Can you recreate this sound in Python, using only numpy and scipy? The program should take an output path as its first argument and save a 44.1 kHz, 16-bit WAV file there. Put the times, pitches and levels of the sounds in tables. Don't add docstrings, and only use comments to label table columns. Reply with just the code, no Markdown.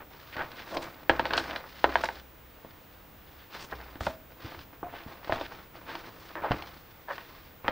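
import sys
import numpy as np
from scipy import signal
from scipy.fft import rfft, irfft
from scipy.io import wavfile

SR = 44100
rng = np.random.default_rng(int(sys.argv[2]) if len(sys.argv) > 2 else 0)


def materialize(psi):
    bounded = np.clip(np.atleast_2d(psi).T, -1, 1)
    quanta = np.round(bounded * 32767).astype(np.int16)
    wavfile.write(sys.argv[1], SR, quanta)


N = 340011

# frequency in Hz, relative level in dB.
HISS_FLOOR_COLOUR = [(12, -60), (20, -5.5), (76, -2.5), (259, -11), (289, -8), (401, -14.5), (499, -9.5),
                     (556, -13), (731, -14), (1130, -15.5), (2630, -21.5), (3650, -25), (4540, -30),
                     (13500, -38.5)]
HISS_FLOOR_DB = -54.5
# frequency in Hz, side against middle in dB.
HISS_FLOOR_WIDTH = [(30, -26), (130, -11.5), (300, -8), (1000, -6), (4000, -9), (7000, -10.5), (10000, -5),
                    (14000, -7)]
WHINE_HZ, WHISTLE_HZ, FLIP_CYCLE_HZ = 15000, 15677, 29.97
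TOP_EDGE_HZ = 15900
# delay in ms, gain.
ECHOES = [(1.15, 0.046), (2.0, 0.0068), (3.3, 0.11), (5.05, -0.17), (7.9, 0.0035), (16.2, -0.13)]
# frequency in Hz, time to fall 60 dB in seconds.
ROOM_DECAY = [(150, 0.82), (400, 0.35), (1040, 0.091), (2760, 0.03), (7280, 0.45)]
# start in seconds, pitch in Hz, peak level in dB, time to fall 60 dB in seconds.
RINGS = [(1.1, 64, -42.5, 2.4), (1.85, 65, -42.5, 1.8), (3.72, 61.4, -45, 1.9), (4.01, 62.4, -49, 0.92),
         (4.067, 639, -37, 0.4), (4.83, 700, -31, 0.2), (5.296, 703, -35.5, 0.41), (6.51, 66.7, -49, 0.81)]
# start in seconds, peak level in dB.
PUFFS = [(0.79, -36), (1.095, -29), (1.197, -36), (4.009, -25.5), (4.067, -31.5), (4.446, -32),
         (4.577, -38.5), (5.063, -35.5), (5.322, -28.5), (5.359, -44), (6.508, -18)]
# frequency in Hz, relative level in dB.
PUFF_COLOUR = [(20, -9), (60, 4), (125, 2), (190, -3.5), (300, -3), (600, -29), (2000, -62), (8000, -78)]
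# start, fastest moment and end in seconds (sorted on use),
# flutter of the sheet in dB, hiss of its fibres in dB.
SLIDES = [(0.0, 0.006, 0.044, -41.5, -74), (0.097, 0.123, 0.91, -54.5, -55), (0.32, 0.39, 0.55, -41, -57.5),
          (0.51, 0.598, 0.74, -47, -54), (0.663, 0.72, 0.8, -43.5, -47), (0.788, 0.846, 0.944, -40, -50),
          (0.918, 0.97, 1.14, -50.5, -58), (1.108, 1.13, 1.58, -40, -50), (1.26, 1.384, 1.54, -49, -46.5),
          (1.448, 1.512, 1.705, -37.5, -49), (1.654, 1.75, 1.89, -51.5, -47.5),
          (1.833, 1.993, 2.09, -46.5, -42), (2.071, 2.162, 2.225, -49, -46), (2.35, 2.6, 3.6, -61.5, -64.5),
          (3.148, 3.423, 3.5, -63, -59.5), (3.493, 3.562, 3.66, -44.5, -43),
          (3.66, 3.722, 4.04, -47.5, -52), (3.997, 4.05, 4.17, -51, -48), (4.296, 4.318, 4.34, -47, -58.5),
          (4.36, 4.483, 4.64, -44.5, -49), (4.6, 4.621, 4.65, -77, -50), (4.725, 4.763, 4.73, -48, -62),
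          (4.85, 4.938, 5.16, -48, -61), (5.04, 5.095, 5.3, -46.5, -55.5), (5.219, 5.357, 5.5, -39, -45.5),
          (5.474, 5.513, 5.69, -48, -53), (5.724, 5.746, 6.06, -51, -57), (5.845, 5.924, 6.12, -43, -49),
          (6.025, 6.075, 6.46, -51.5, -59), (6.203, 6.29, 6.41, -54, -53),
          (6.365, 6.51, 6.52, -35.5, -58.5), (6.5, 6.56, 6.7, -43.5, -48), (6.649, 6.684, 6.84, -51, -50),
          (6.783, 6.864, 7.2, -61, -63), (7.08, 7.133, 7.27, -47, -51), (7.186, 7.35, 7.56, -53, -54.5),
          (7.671, 7.682, 7.63, -34.5, -56)]
# start, loudest moment and end in seconds (sorted on use), level in dB.
EDGE_SWISHES = [(0.625, 0.77, 0.76, -49), (0.79, 0.843, 0.85, -43.5), (1.368, 1.37, 1.41, -35.5),
                (2.021, 2.07, 2.04, -36), (3.584, 3.627, 3.665, -41), (4.002, 4.02, 4.05, -38.5),
                (4.02, 4.06, 4.12, -41), (6.011, 6.297, 6.26, -56.5)]
# frequency in Hz, relative level in dB.
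FLUTTER_COLOUR = [(25, -3.5), (70, -6.5), (170, -4), (350, 3.5), (650, 2.5), (1100, 3), (1700, -1.5),
                  (2400, -6), (5000, -34), (12000, -74)]
HISS_COLOUR = [(200, -46), (1200, 8.5), (2400, 3), (3600, 3.5), (4900, 0.5), (6000, -7.5), (7200, -16.5),
               (10000, -22.5), (16000, -19)]
SWISH_COLOUR = [(300, 7), (1500, 3), (3000, 2), (5200, 0.5), (7000, -8), (9000, -12), (12000, -22),
                (16000, -27)]
SWELL_POWER = 0.83
SHAKE_DB, SHAKE_S = -27.5, 0.041
# start, loudest moment and end in seconds (sorted on use), level in dB.
BRUSHES = [(0.317, 0.34, 0.359, -39), (0.535, 0.596, 0.65, -44), (3.386, 3.396, 3.49, -55),
           (4.39, 4.53, 4.52, -48.5), (4.89, 4.986, 5.06, -46.5), (5.255, 5.28, 5.44, -49),
           (5.42, 5.465, 5.47, -39), (5.86, 5.9, 6.01, -45), (6.424, 6.444, 6.48, -46),
           (7.069, 7.106, 7.32, -50)]
# frequency in Hz, relative level in dB.
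BRUSH_COLOUR = [(300, -37), (900, -30), (1500, 8.5), (2300, 3.5), (3400, 1), (5000, -8.5), (7000, -26),
                (16000, -37)]
# start, loudest moment and end in seconds (sorted on use), level in dB,
# typical slips per second, bass tilt in dB, treble tilt in dB, resonance in Hz.
JUDDERS = [(0.355, 0.4, 0.47, -30.5, 440, -2, -18.5, 1340), (0.705, 0.759, 0.84, -31, 345, -1, -22.5, 615),
           (1.181, 1.2, 1.205, -33, 490, -9, -27, 1450), (1.33, 1.338, 1.46, -29, 436, 4, -14, 1510),
           (3.716, 3.733, 3.745, -28.5, 450, -7, -33, 1220), (5.854, 5.947, 5.9, -39, 395, -3, -17, 1230),
           (6.349, 6.371, 6.42, -35, 380, -2, -35, 1050), (6.427, 6.455, 6.48, -23.5, 460, -16, -26, 760),
           (7.07, 7.113, 7.15, -32.5, 305, -25, -30, 1090)]
# start in seconds, level in dB.
TICKS = [(0.367, -30.5), (0.3945, -35), (0.5173, -31), (0.7702, -21), (0.943, -41), (1.265, -26),
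         (1.335, -15.5), (1.3775, -13.5), (1.5609, -22), (2.0562, -22), (2.707, -41.5), (4.591, -34),
         (5.0355, -40), (5.2462, -32), (5.953, -26.5), (6.5196, -24), (6.6228, -29)]
# frequency in Hz, relative level in dB.
TICK_COLOUR = [(100, -83), (700, 7), (1800, 4.5), (3400, 3.5), (5000, -0.5), (7000, -25), (11000, -32),
               (16000, -29)]
# start in seconds, level in dB, bass tilt in dB, treble tilt in dB,
# main resonance of the bent sheet in Hz.
SNAPS = [(0.3663, -25, 4.5, -18, 1290), (0.673, -34, -8, -18, 1000), (0.77, -28, 4, -16, 890),
         (1.0954, -3, -7, -9.5, 897), (1.195, -9.5, -7, -11, 890), (1.2544, -15.5, -58, -9, 910),
         (1.3073, -18, -12, -6, 1510), (1.336, -12, -19, -6, 1640), (1.3787, -15.5, -19, -38, 1490),
         (1.5096, -21.5, -25.5, -1, 1490), (1.5605, -24, -14, -20, 1113), (1.64, -30.5, -32, -38, 1300),
         (1.8419, -4, -14, -13.5, 890), (1.892, -21.5, -1, -22, 1194), (1.924, -26, -16, -13, 1380),
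         (1.9554, -8.5, -36, -14, 950), (2.0369, -13, -27, -17, 890), (2.0877, -20, -35, -12, 913),
         (2.647, -33.5, 1, -25, 606), (3.7256, -22.5, -12, -45, 1120), (3.803, -32, -20, -38, 1490),
         (3.956, -34.5, 11, -8.5, 850), (4.0072, -21, -21, -17, 684), (4.0661, -25, 1, -8, 686),
         (4.068, -12.5, -23.5, -20, 665), (4.829, -18.5, -2.5, -44, 702), (4.866, -32, -19, -44, 706),
         (4.938, -29.5, -12, -25, 710), (5.295, -13, -6, -47, 620), (5.3229, -12.5, -3, -15.5, 720),
         (5.4112, -18.5, -10, -15.5, 623), (5.521, -29.5, -1, -13, 690), (5.953, -31, -4, -16, 1013),
         (6.354, -23, -26, -18, 1130), (6.3712, -26, -25, -22, 1105), (6.5098, -15, -2.5, -19, 657),
         (6.517, -12.5, -17, -12, 1250), (7.084, -26, -43, -30, 980), (7.1807, -25.5, -21, -9.5, 1093),
         (7.645, -27, 2, -22, 680), (7.6806, -10.5, -23, -10.5, 1210), (7.6835, -13.5, -3, -27, 524)]
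# frequency in Hz, relative level in dB.
SHEET_COLOUR = [(40, -2), (120, -3), (280, 3), (500, 0), (850, 1.5), (1200, -4.5), (1600, 2), (2200, -3.5),
                (3100, 0.5), (4500, -9), (6500, -28), (10000, -40), (16000, -39)]


def amp(db):
    return 10 ** (np.asarray(db) / 20)


def unit(x):
    return x / np.sqrt(np.mean(x ** 2) + 1e-20)


def read(points, hz):
    f, value = np.transpose(points)
    return np.interp(np.log(hz + 1), np.log(f + 1), value)


def add(mix, s, sound):
    part = mix[max(round(s * SR), 0):][:len(sound)]
    part += sound[:len(part)]


def pulse(*colours, spread_ms=0, size=4096):
    hz = np.fft.fftfreq(size, 1 / SR)
    log_gain = np.log(amp(sum(read(c, abs(hz)) for c in colours)))
    minimum_phase = np.conj(signal.hilbert(log_gain))
    lag = 4 * np.pi * spread_ms * np.sign(hz) * np.sqrt(abs(hz) / 1000)
    wave = np.fft.ifft(np.exp(minimum_phase - 1j * lag)).real[:size // 2]
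    return wave / np.linalg.norm(wave)


def tint(x, colour):
    gain = amp(read(colour, np.fft.rfftfreq(N, 1 / SR)))
    return unit(irfft(rfft(x) * gain, N))


def drift(per_s):
    knots = rng.standard_normal(N)
    return np.interp(np.arange(N) * per_s / SR, np.arange(N), knots)


def stroke(start, top, end):
    return np.interp(np.arange(N) / SR, np.sort([start, top, end]), [0, 1, 0])


def friction(colour, per_s, spread_db, clump_db):
    size = amp(spread_db * np.minimum(rng.exponential(1, N), 4))
    hits = rng.random(N) < per_s / SR
    clicks = rng.standard_normal(N) * size * hits
    return tint(clicks * amp(clump_db * drift(140)), colour)


def struck(wave, noise_gain, decay_s, length):
    t = np.arange(length) / SR
    force = (t == 0) + noise_gain * rng.standard_normal(length) * np.exp(-t / decay_s)
    return signal.fftconvolve(force, wave)


def sheet(bass_db, treble_db, hz, ring_db=6, width=1.23, bend_ms=0.836):
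    knee = np.clip(1.74 * hz, 600, 1800)
    tilt = [(250, bass_db), (500, 0), (knee, 0), (2 * knee, treble_db)]
    resonance = [(hz / width, 0), (hz, ring_db), (hz * width, 0)]
    return pulse(SHEET_COLOUR, tilt, resonance, spread_ms=bend_ms)


def background(whine_db=-60.0, whistle_db=-75):
    t, hz = np.arange(N) / SR, np.fft.rfftfreq(N, 1 / SR)
    mid, side = (tint(rng.standard_normal(N), HISS_FLOOR_COLOUR) for _ in range(2))
    side = irfft(rfft(side) * amp(read(HISS_FLOOR_WIDTH, hz)), N)
    hiss_floor = mid + np.array([side, -side])
    flips = np.tanh(30 * np.sin(2 * np.pi * FLIP_CYCLE_HZ * t))
    whine = unit(flips * np.sin(2 * np.pi * WHINE_HZ * t))
    whistle = unit(np.sin(2 * np.pi * WHISTLE_HZ * t))
    return amp(HISS_FLOOR_DB) * hiss_floor + amp(whine_db) * whine + amp(whistle_db) * whistle


def room(x, wet_db=-8, build_s=0.0039, side_db=-19):
    hz = np.fft.rfftfreq(N + SR, 1 / SR)
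    paths = 1 + sum(gain * np.exp(-2j * np.pi * hz * ms / 1000) for ms, gain in ECHOES)
    near = irfft(rfft(x, N + SR) * paths, N + SR)[:N]
    hz, t, z = signal.stft(rng.standard_normal((2, SR // 2)), SR, nperseg=256)
    z = z * 1000 ** (-t / read(ROOM_DECAY, hz)[:, None])
    build = 1 - np.exp(-(t / build_s) ** 2)
    tails = signal.istft(z * build, SR, nperseg=256)[1]
    tails = tails / np.linalg.norm(tails[0])
    mid, side = signal.oaconvolve(x[None], tails, axes=1)[:, :N]
    return near + amp(wet_db) * (mid + amp(side_db) * np.array([side, -side]))


def rings(wander=0.021):
    out, t = np.zeros(N), np.arange(SR) / SR
    for s, hz, db, t60 in RINGS:
        turns = np.cumsum(hz * (1 + wander * drift(134)[:SR])) / SR
        fade = np.exp(-np.log(1000) * t / t60)
        add(out, s, amp(db) * np.sin(2 * np.pi * turns) * fade)
    return out


def puffs(trim_db=-1, eddy=0.072, settle_s=0.019):
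    out, wave = np.zeros(N), pulse(PUFF_COLOUR)
    wave = wave / abs(wave).max()
    for s, db in PUFFS:
        add(out, s, amp(db + trim_db) * struck(wave, eddy, settle_s, SR // 8))
    return out


def brushes(trim_db=-2):
    pressure = sum(amp(db + trim_db) * stroke(start, top, end) for start, top, end, db in BRUSHES)
    return pressure * friction(BRUSH_COLOUR, per_s=3400, spread_db=-2.0, clump_db=1.5)


def shaking():
    out, t = np.zeros(N), np.arange(SR // 3) / SR
    for s, db, *_ in SNAPS:
        add(out, s, amp(db + SHAKE_DB) * np.exp(-t / SHAKE_S))
    return out


def sliding(flutter_db=-3, hiss_db=-2, swish_db=-1):
    flutter, hiss = shaking(), np.zeros(N)
    for start, top, end, sheet_db, fibres_db in SLIDES:
        rub = stroke(start, top, end) ** SWELL_POWER
        flutter += amp(sheet_db) * rub
        hiss += amp(fibres_db) * rub
    edges = sum(amp(db) * stroke(start, top, end) for start, top, end, db in EDGE_SWISHES)
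    flutter = flutter * friction(FLUTTER_COLOUR, per_s=2500, spread_db=1.5, clump_db=3.0)
    hiss = hiss * friction(HISS_COLOUR, per_s=7000, spread_db=0.5, clump_db=3.5)
    swish = edges * friction(SWISH_COLOUR, per_s=7000, spread_db=1.5, clump_db=4.0)
    return amp(flutter_db) * flutter + amp(hiss_db) * hiss + amp(swish_db) * swish


def judders(trim_db=-3, jitter=0.45, uneven_db=3):
    out = np.zeros(N)
    for start, top, end, db, per_s, *shape in JUDDERS:
        turns = np.cumsum(per_s * np.exp(jitter * drift(400))) / SR
        slips = np.diff(np.floor(turns), prepend=0)
        slips = slips * amp(uneven_db * rng.standard_normal(N))
        train = unit(signal.oaconvolve(slips - slips.mean(), sheet(*shape))[:N])
        out += amp(db + trim_db) * stroke(start, top, end) * train
    return out


def ticks(scrape=0.15, scrape_s=0.0043):
    out, click = np.zeros(N), pulse(TICK_COLOUR)
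    for s, db in TICKS:
        wave = struck(click, scrape, scrape_s, SR // 50)
        add(out, s, amp(db) * wave / abs(wave).max())
    return out


def snaps(trim_db=-2.0, creak=0.077, creak_s=0.006):
    out = np.zeros(N)
    for s, db, *shape in SNAPS:
        wave = sheet(*shape)
        wave = wave / abs(wave).max()
        add(out, s, amp(db + trim_db) * struck(wave, creak, creak_s, SR // 25))
    return out


def scene():
    paper = brushes() + sliding() + judders() + ticks() + snaps()
    return background() + rings() + puffs() + room(paper)


def record(dry):
    low_pass = signal.firwin(511, TOP_EDGE_HZ, window=("kaiser", 9), fs=SR)
    return signal.oaconvolve(dry, low_pass[None], "same")


dry = scene()
out = record(dry)
materialize(out)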